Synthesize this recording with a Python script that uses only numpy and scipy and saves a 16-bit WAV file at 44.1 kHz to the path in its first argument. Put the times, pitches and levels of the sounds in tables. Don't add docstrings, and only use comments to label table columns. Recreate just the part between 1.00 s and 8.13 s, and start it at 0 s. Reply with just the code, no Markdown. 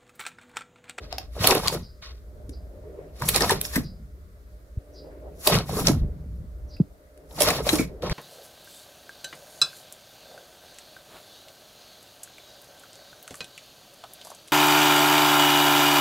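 import sys
import numpy as np
from scipy import signal
from scipy.fft import rfft, irfft, next_fast_len
from scipy.io import wavfile
from scipy.ndimage import uniform_filter1d

SR = 44100
rng = np.random.default_rng(int(sys.argv[2]) if len(sys.argv) > 2 else 0)


def pcm_store(signal):
    levels = np.round(np.clip(np.atleast_2d(signal), -1, 1) * 32767)
    wavfile.write(sys.argv[1], SR, levels.astype(np.int16).T)


N = 314433

# start_s, peak_db, pitch_hz, t60_s, pan_db (left positive), treble_db
FILM_SNAPS = [(0.1258, -22.5, 5040, 0.012, 6, -12.5), (0.182, -15.5, 5400, 0.025, 0, -5),
              (0.4419, -7.5, 3440, 0.037, 0, -12), (0.472, 4, 4420, 0.018, -6, 7),
              (0.508, -7, 5300, 0.011, 10, -13), (.5125, -4.5, 2720, 0.01, 2, -20),
              (0.5497, -11, 2770, 0.014, -5, 5.5), (0.663, -26, 3760, 0.011, 5, -13),
              (0.675, -7.5, 4060, 0.0019, 0, -22), (0.681, -3.5, 4600, 0.011, 4, -20),
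              (1.024, -44.5, 2860, 0.035, -5, -18), (1.493, -33, 9970, .02, 5, -15),
              (2.2196, -19.5, 1845, 0.013, 3.5, -7), (2.2878, -2.5, 4280, 0.029, 0, 9),
              (2.3445, -10, 4140, 0.023, -1.5, -15), (2.3613, -3.5, 9200, 0.006, -12, -18),
              (2.4065, -10.5, 1810, 0.035, 9.5, -22), (2.421, -6.5, 5500, 0.01, -5, -11),
              (2.4936, -10, 1750, .03, -0.5, -25), (2.5074, -8.5, 3800, 0.027, 3, 6.5),
              (2.613, -8, 10800, 0.013, -2, 6), (2.6507, -18, 5270, 0.014, -6.5, -6.5),
              (2.734, -27, 1780, 0.069, 5, -20), (2.7567, -12, 1996, 0.057, 4, 2),
              (4.4732, 1, 4600, 0.015, -1, 8), (4.541, -15, 2830, 0.022, 2.5, -19),
              (4.586, -16.5, 3940, .012, 8.5, -12), (4.8708, 1, 5800, 0.013, 3, -35),
              (4.8825, -11.5, 5530, .02, -5.5, -16), (5.7645, -43.5, 2590, 0.03, 1.5, -0.5),
              (6.1748, -43.5, 10630, .015, 3, -6), (6.3088, -44.5, 3950, .018, 8, -9.5),
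              (6.4043, -14, 10200, 0.074, -19.5, -5), (6.4199, -1, 10700, 0.014, 0.5, -13),
              (6.431, -12, 2320, .022, 11.5, 15), (6.486, -8.5, 5400, 0.019, 3.5, 0.5),
              (6.503, -9.5, 2450, 0.027, 3, -13), (6.6734, -22, 4630, 0.0083, -1, -22),
              (6.6906, -5, 4050, 0.037, 4, -28), (6.731, -25, 2970, .015, -2, -10),
              (6.755, -12, 9700, 0.027, 0.5, -23), (6.784, -19, 2440, 0.2, -1.5, -16),
              (7.022, -28, 3900, 0.011, 5.5, -16), (7.0966, -18, 2350, 0.0052, 2.5, -11),
              (7.1114, -31, 1870, 0.029, -3, -8)]
# start_s, peak_db, pitch_hz, t60_s
POCKET_POPS = [(.127, -24.5, 760, 0.036), (.182, -27, 753, .04), (.366, -29.5, 650, .03),
               (.443, -13.5, 778, 0.041), (.474, -22.5, 423, 0.024), (.502, -15.5, 987, 0.067),
               (.526, -14.5, 854, 0.026), (.552, -12.5, 465, .04), (0.635, -24.5, 1020, 0.056),
               (.659, -23.5, 1058, 0.083), (0.7, -26, 974, 0.027), (.725, -27, 520, 0.092),
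               (0.751, -25, 423, 0.057), (1.492, -32, 314, 0.047), (2.221, -18.5, 1040, .029),
               (2.41, -23, 420, 0.077), (2.503, -12, 917, 0.049), (2.519, -13.5, 407, 0.056),
               (2.764, -13, 253, 0.038), (2.781, -16, 253, 0.046), (4.474, -15.5, 650, 0.092),
               (4.499, -12, 663, 0.022), (4.538, -18.5, 417, 0.052), (4.694, -20.5, 786, 0.022),
               (4.731, -27.5, 464, 0.046), (4.78, -34.5, 300, .04), (4.806, -23, 300, 0.069),
               (4.843, -20.5, 240, 0.041), (4.899, -9.5, 282, 0.033), (5.802, -17.5, 224, 0.018),
               (6.408, -12, 586, .065), (6.476, -14.5, 706, 0.029), (6.605, -18.5, 465, 0.03),
               (6.667, -15, 547, 0.044), (6.731, -10.5, 327, 0.063), (6.796, -9.5, 298, 0.037),
               (6.818, -15.5, 288, 0.016), (7.035, -20.5, 530, 0.078)]
# start_s, hold_s, smack_db, gulp_re_smack_db, fizz_re_smack_db
FINGER_TEARS = [(0.038, .01, -49, -11, -19), (0.13, 0.0067, -44, 1, -28), (0.212, 0.016, -51.5, -13, -15),
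                (0.369, 0.0054, -50, 12, -17), (0.424, 0.025, -30.5, -5, -12.5),
                (0.448, 0.073, -25.5, 4, -2), (0.555, 0.015, -30, 5.5, -4), (0.641, 0.047, -32.5, -3, -6),
                (0.727, 0.016, -34, 0.5, -1.5), (2.219, 0.011, -40, 6.5, -2),
                (2.284, 0.0044, -38.5, 5, 10.5), (2.358, 0.011, -25.5, -1.5, -1),
                (2.42, 0.028, -29.5, 5.5, -2.5), (2.509, .01, -24.5, -1, -6), (2.65, .005, -43, -9.5, 8.5),
                (2.755, 0.0037, -35.5, 0, 3.5), (4.477, 0.011, -30.5, 9, 6), (4.525, 0.032, -25, 4, -8.5),
                (4.698, 0.049, -43.5, 8.5, 1), (4.77, 0.033, -35, 5.5, 5), (4.876, 0.0091, -28, 5.5, 1),
                (6.316, .01, -62, 15, 5.5), (6.389, .005, -46, 12, -10), (6.43, .005, -26, 0, 4),
                (6.478, 0.028, -24.5, 3.5, -6), (6.554, 0.018, -34, 4.5, -2), (6.672, 0.015, -33.5, 7.5, 3),
                (6.731, 0.016, -32.5, 6.5, 5.5), (6.789, 0.0048, -36, 1.5, 1), (7.12, .02, -39.5, 7, -34)]
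FINGER_PRESSES = [(1.025, 0.045, -43, -27, -26), (7.025, 0.08, -43, 8, -9.5)]
# start_s, hold_s, gain_db
MASS_HEAVES = [(.0, .04, -58), (.135, 0.042, -60), (0.405, 0.18, -32.5), (0.646, 0.17, -36.5),
               (2.23, .35, -31.5), (2.77, .1, -33.5), (3.0, 0.011, -41.5), (4.532, 0.039, -18.5),
               (4.714, .1, -28.5), (4.848, 0.11, -23.5), (5.023, .01, -27.5), (5.17, 0.16, -41.5),
               (5.403, .01, -36), (6.378, 0.26, -34.5), (6.712, .14, -32.5), (7.05, 0.0087, -30),
               (7.12, .01, -23)]
# start_s, peak_db, pitch_hz, length_s
MASS_THUDS = [(0.397, -22.5, 96.4, 0.04), (1.482, -34, 68.5, 0.047), (2.486, -31.5, 85, 0.015),
              (2.776, -16.5, 250.3, 0.021), (3.772, -19.5, 78.4, 0.017), (4.952, -17.5, 92, 0.032),
              (5.009, -14.5, 44.3, 0.034), (5.055, -23, 57.3, 0.032), (5.305, -33.5, 72, 0.035),
              (5.381, -28, 55.9, 0.024), (5.8, -9, 166.6, 0.021), (7.102, -20, 40, 0.03)]
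# start_s, gain_db, rise_s, t60_s
BIRD_CALLS = [(.82, -48.5, 0.023, 0.39), (1.52, -51.5, 0.017, 0.25), (2.83, -45, 0.03, 0.27),
              (3.939, -48, 0.045, 0.29), (5.69, -48, 0.055, 0.21)]
# time_s, gain_db
RUMBLE_GAIN = [(0.0, -45), (0.73, -46.5), (1.07, -49), (1.47, -42.5), (2.12, -49.5), (2.26, -45),
               (2.44, -43), (3.33, -48.5), (3.71, -49.5), (3.97, -52.5), (4.57, -48), (5.06, -31),
               (5.16, -40.5), (5.66, -41), (5.82, -47.5), (6.13, -60), (6.71, -41.5), (7.13, -50.5)]
# start_s, hold_s, gain_db
DRONE_SWELLS = [(.0, .02, -46.5), (1.46, .02, -56), (1.824, 0.23, -47), (2.504, .2, -52),
                (4.068, 0.23, -47), (5.028, .02, -49), (5.698, 0.02, -56), (6.35, 0.6, -51.5),
                (7.097, .03, -45)]
# freq_hz, density_db
HEAVE_SPECTRUM = [(70, -8.5), (100, -2), (150, -2), (220, -5.5)]
GULP_SPECTRUM = [(200, -18), (300, -7), (420, 0), (770, -6), (960, -8), (1300, -9.5)]
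SMACK_SPECTRUM = [(1100, -5.5), (1500, -9.5), (2400, -9), (3100, -12), (3900, -4.5), (5500, -9),
                  (6500, -20.5)]
FIZZ_SPECTRUM = [(5500, -2), (6300, -14.5), (7400, 3), (8500, -10), (10400, -4), (12700, -4), (15200, -9),
                 (16300, -12)]
RUMBLE_SPECTRUM = [(12, -50.5), (20, -32.5), (42, -3.5), (59, 0.5), (73, 0.5), (92, -14), (161, -17.5),
                   (220, -20.5), (290, -56.5), (480, -120)]
DRONE_SPECTRUM = [(120, -48), (200, -12.5), (259, -8.5), (291, -7.5), (335, -9), (415, -1.5), (591, -6),
                  (765, -18.5), (1230, -34), (1690, -27), (2600, -38), (3380, -77), (5720, -120)]
HISS_SPECTRUM = [(710, -30), (1200, 2), (1270, 0), (1380, -5), (1960, -6.5), (2840, -14.5), (4150, -10.5),
                 (8610, -14.5), (10600, -14), (15000, -14), (16200, -17)]
# centre_hz, width_hz, level_db
TUB_BANDS = [(154, 38, -5)]
CHIRP_BANDS = [(4180, 300, -13), (4790, 380, -7), (4970, 390, -6.5)]
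PIP_BANDS = [(5840, 790, -14.5)]
RUMBLE_BANDS = [(58.7, 15, 0.5)]
DRONE_BANDS = [(154, 15, -13), (288, 6.9, -12), (420, 28, -12), (530, 13, -14.5), (601.6, 30, -7.5)]
# freq_hz, correlation
STEREO_CORRELATION = [(60, 0.99), (200, 0.65), (400, 0.93), (800, -0.16), (1500, -0.28), (3000, 0),
                      (8000, 0.26), (15000, 0.79)]


def film_cracks(lead_s=0.02, max_rise_s=0.0018):
    out = np.zeros((2, N))
    t = np.arange(4000) / SR - lead_s
    noises = rng.standard_normal((len(FILM_SNAPS), 3, len(t)))
    for (start_s, peak_db, hz, t60_s, pan_db, treble_db), noise in zip(FILM_SNAPS, noises):
        stereo = noise[0] + 0.55 * noise[1:]
        rise_s = max_rise_s * from_db(0.54 * min(peak_db, 0))
        burst = stereo * np.exp(np.minimum(t, 0) / rise_s) * decay(t, t60_s)
        burst[:, round(lead_s * SR)] = 3
        pocket = unit_peak(ring(burst, hz, t60_s=16 / hz))
        body = unit_peak(bandpass(burst, 1500, 8640))
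        treble = from_db(treble_db) * unit_peak(bandpass(burst, 7000, 14500))
        add(out, start_s + 0.0011 - lead_s, from_db(peak_db) * unit_peak(pocket + body + treble), pan_db)
    return out


def pocket_pops(glide_oct=-0.17, stumble_oct=0.15):
    out = np.zeros((2, N))
    t = np.arange(6000) / SR
    for start_s, peak_db, hz, t60_s in POCKET_POPS:
        noise = rng.standard_normal(len(t))
        stumble = stumble_oct * unit_rms(uniform_filter1d(noise, round(SR / hz)))
        glide = glide_oct * np.minimum(3 * t / t60_s, 1)
        phase = 2 * np.pi * np.cumsum(hz * 2 ** (glide + stumble)) / SR
        rise_s = 0.45 / hz
        envelope = from_db(peak_db) * np.minimum(t / rise_s, 1) * decay(t - rise_s, t60_s)
        add(out, start_s, envelope * np.sin(phase), pan_db=0.53 * noise[0])
    return out


def peeling():
    def envelope(rise_db_per_s, fall_db_per_s, offsets=(0, 0)):
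        tears, presses = np.transpose(FINGER_TEARS), np.transpose(FINGER_PRESSES)
        tearing = surges(*tears[:2], tears[2] + offsets @ tears[3:], rise_db_per_s, fall_db_per_s)
        pressing = surges(*presses[:2], presses[2] + offsets @ presses[3:], 2300, 215)
        return tearing + pressing

    gulp = grains(GULP_SPECTRUM, per_s=600, cycles=22, spread_db=2.5, clump_db=2.5, pan_db=0.4, tones=16)
    smack = grains(SMACK_SPECTRUM, per_s=4500, cycles=40, spread_db=2.8, clump_db=2.5, pan_db=2, tones=14)
    snaps = grains(SMACK_SPECTRUM, per_s=200, cycles=45, spread_db=3, clump_db=0.94, pan_db=1.2, tones=11)
    fizz = grains(FIZZ_SPECTRUM, per_s=9000, cycles=26, spread_db=3, clump_db=2.2, pan_db=6, tones=10)
    return (envelope(900, 300, offsets=(1, 0)) * gulp
            + envelope(400, 280) * (smack + from_db(-12.5) * snaps)
            + envelope(330, 320, offsets=(0, 1)) * fizz)


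def heaving():
    mass = grains(HEAVE_SPECTRUM, per_s=150, cycles=13, spread_db=1.4, clump_db=1.2, pan_db=0.9, tones=6)
    envelope = surges(*np.transpose(MASS_HEAVES), rise_db_per_s=600, fall_db_per_s=200)
    return envelope * (from_db(-3.5) * mass + narrow_noise(TUB_BANDS))


def thuds(drop_oct=1.79, sag_oct=0.2):
    out = np.zeros((2, N))
    for start_s, peak_db, hz, length_s in MASS_THUDS:
        progress = np.linspace(0, 1, round(length_s * SR))
        bend_oct = drop_oct * np.exp(-progress / 0.14) - sag_oct * progress
        phase = 2 * np.pi * np.cumsum(hz * 2 ** bend_oct) / SR
        add(out, start_s, from_db(peak_db) * np.sin(phase) * np.sin(np.pi * progress ** 0.83), pan_db=0)
    return out


def room_echoes(x, t60_s=0.2, wall_cut_hz=9000):
    size = next_fast_len(N + SR)
    hz = np.arange(size // 2 + 1) * SR / size
    response = np.zeros((2, len(hz)), complex)
    for k, lag_s in enumerate(rng.uniform(0.006, 0.03, 16)):
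        walls = decay(lag_s, t60_s) / (1 + 1j * hz / wall_cut_hz) ** (lag_s / 0.06)
        loop = walls * np.exp(-2j * np.pi * hz * lag_s)
        response[k % 2] += loop / (1 - loop) * (-1) ** (k // 2)
    return irfft(response * rfft(x.mean(0), size), size)[:, :N]


def far_bird(pip_delay_s=0.01, pip_half_s=0.026):
    t, chirps, pips = np.arange(N) / SR, 0, 0
    for start_s, gain_db, rise_s, t60_s in BIRD_CALLS:
        age_s = t - start_s
        chirps += from_db(gain_db) * np.clip(age_s / rise_s, 0, 1) * decay(age_s - rise_s, t60_s)
        pips += from_db(gain_db) * np.clip(1 - abs(age_s - pip_delay_s) / pip_half_s, 0, 1)
    return chirps * narrow_noise(CHIRP_BANDS) + pips * narrow_noise(PIP_BANDS)


def rumble():
    gain_db = np.interp(np.arange(N) / SR, *np.transpose(RUMBLE_GAIN))
    broad = from_db(1) * broad_noise(RUMBLE_SPECTRUM, flicker_db=1.2, bands=8)
    return from_db(gain_db) * (broad + narrow_noise(RUMBLE_BANDS))


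def drone(rest_gain_db=-60):
    swells = surges(*np.transpose(DRONE_SWELLS), rise_db_per_s=60, fall_db_per_s=70)
    broad = from_db(-1.5) * broad_noise(DRONE_SPECTRUM, flicker_db=3.5, bands=11)
    return (from_db(rest_gain_db) + swells) * (broad + narrow_noise(DRONE_BANDS))


def hiss(level_db=-65.5):
    return from_db(level_db) * broad_noise(HISS_SPECTRUM, flicker_db=0.56, bands=8)


def grains(spectrum, per_s, cycles, spread_db, clump_db, pan_db, tones):
    out = np.zeros((2, N))
    pitches_hz = np.geomspace(spectrum[0][0], spectrum[-1][0], tones)
    clumps = from_db(clump_db * drift(rate_hz=25))
    for hand in (1, -1):
        sizes = from_db(spread_db * np.minimum(rng.exponential(1, N), 3)) * rng.choice([-1, 1], N)
        clicks = sizes * (rng.random(N) < per_s / SR) * clumps
        tone = rng.integers(0, tones, N)
        rings = sum(ring(clicks * (tone == k), hz, cycles / hz) * hz * from_db(at_hz(spectrum, hz))
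                    for k, hz in enumerate(pitches_hz))
        add(out, 0.001, rings, hand * pan_db)
    return unit_rms(out)


def broad_noise(spectrum, flicker_db, bands):
    out, edges_hz = 0, np.geomspace(spectrum[0][0], spectrum[-1][0], bands + 1)
    white = rng.standard_normal((2, 2, N))
    for k, (low_hz, high_hz) in enumerate(zip(edges_hz, edges_hz[1:])):
        mid, side = bandpass(white[k % 2], low_hz, high_hz)
        hz = np.sqrt(low_hz * high_hz)
        alike = at_hz(STEREO_CORRELATION, hz)
        gain = from_db(at_hz(spectrum, hz) + flicker_db * drift(rate_hz=9.4))
        out += gain * (np.sqrt(1 + alike) * mid + np.sqrt(1 - alike) * side * [[1], [-1]])
    return unit_rms(out)


def narrow_noise(bands):
    mid, left, right = rng.standard_normal((3, N))
    out, noise = 0, mid + 0.22 * np.array([left, right])
    for hz, width_hz, level_db in bands:
        t60_s = np.log(1000) / np.pi / width_hz
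        out += from_db(level_db) * unit_rms(ring(ring(noise, hz, t60_s), hz, t60_s))
    return out


def surges(start_s, hold_s, gain_db, rise_db_per_s, fall_db_per_s, hop=80):
    t = np.arange(0, N + hop, hop) / SR - start_s[:, None]
    rise_db = rise_db_per_s * np.minimum(t, 0)
    fall_db = fall_db_per_s * np.maximum(t - hold_s[:, None], 0)
    power = (from_db(gain_db[:, None] + rise_db - fall_db) ** 2).sum(0)
    return np.interp(np.arange(N) / hop, np.arange(len(power)), np.sqrt(power))


def drift(rate_hz, hop=40):
    pole = np.exp(-2 * np.pi * rate_hz * hop / SR)
    slow = signal.lfilter([1], [1, -2 * pole, pole ** 2], rng.standard_normal(N // hop + 2002))[2000:]
    return np.interp(np.arange(N) / hop, np.arange(len(slow)), unit_rms(slow))


def add(out, start_s, sound, pan_db, max_lag_s=0.00027):
    lag_s = max_lag_s * np.tanh(pan_db / 7)
    for channel, side, piece in zip(out, (1, -1), sound * np.ones((2, 1))):
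        at = max(round((start_s - side * lag_s / 2) * SR), 0)
        channel[at:at + len(piece)] += piece[:N - at] * from_db(side * pan_db / 2)


def ring(x, hz, t60_s):
    radius, angle = decay(1 / SR, t60_s), 2 * np.pi * hz / SR
    return signal.lfilter([0, np.sin(angle)], [1, -2 * radius * np.cos(angle), radius ** 2], x + 1e-18)


def bandpass(x, low_hz, high_hz):
    return signal.sosfilt(signal.butter(2, [low_hz, high_hz], "band", fs=SR, output="sos"), x)


def at_hz(curve, hz):
    freqs_hz, values = np.transpose(curve)
    return np.interp(np.log(hz), np.log(freqs_hz), values)


def decay(t, t60_s):
    return from_db(-60 * np.maximum(t, 0) / t60_s)


def from_db(db):
    return 10 ** (np.asarray(db) / 20)


def unit_rms(x):
    return x / np.sqrt(np.mean(x ** 2) + 1e-20)


def unit_peak(x):
    return x / abs(x).max()


def scene(room_db=-16):
    snaps = film_cracks() + pocket_pops()
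    background = rumble() + drone() + hiss()
    echoes = from_db(room_db) * room_echoes(snaps)
    return snaps + echoes + thuds() + heaving() + peeling() + far_bird() + background


def record(dry, cutoff_hz=16500):
    return signal.sosfilt(signal.cheby2(12, 60, cutoff_hz, fs=SR, output="sos"), np.clip(dry, -1, 1))


dry = scene()
out = record(dry)
pcm_store(out)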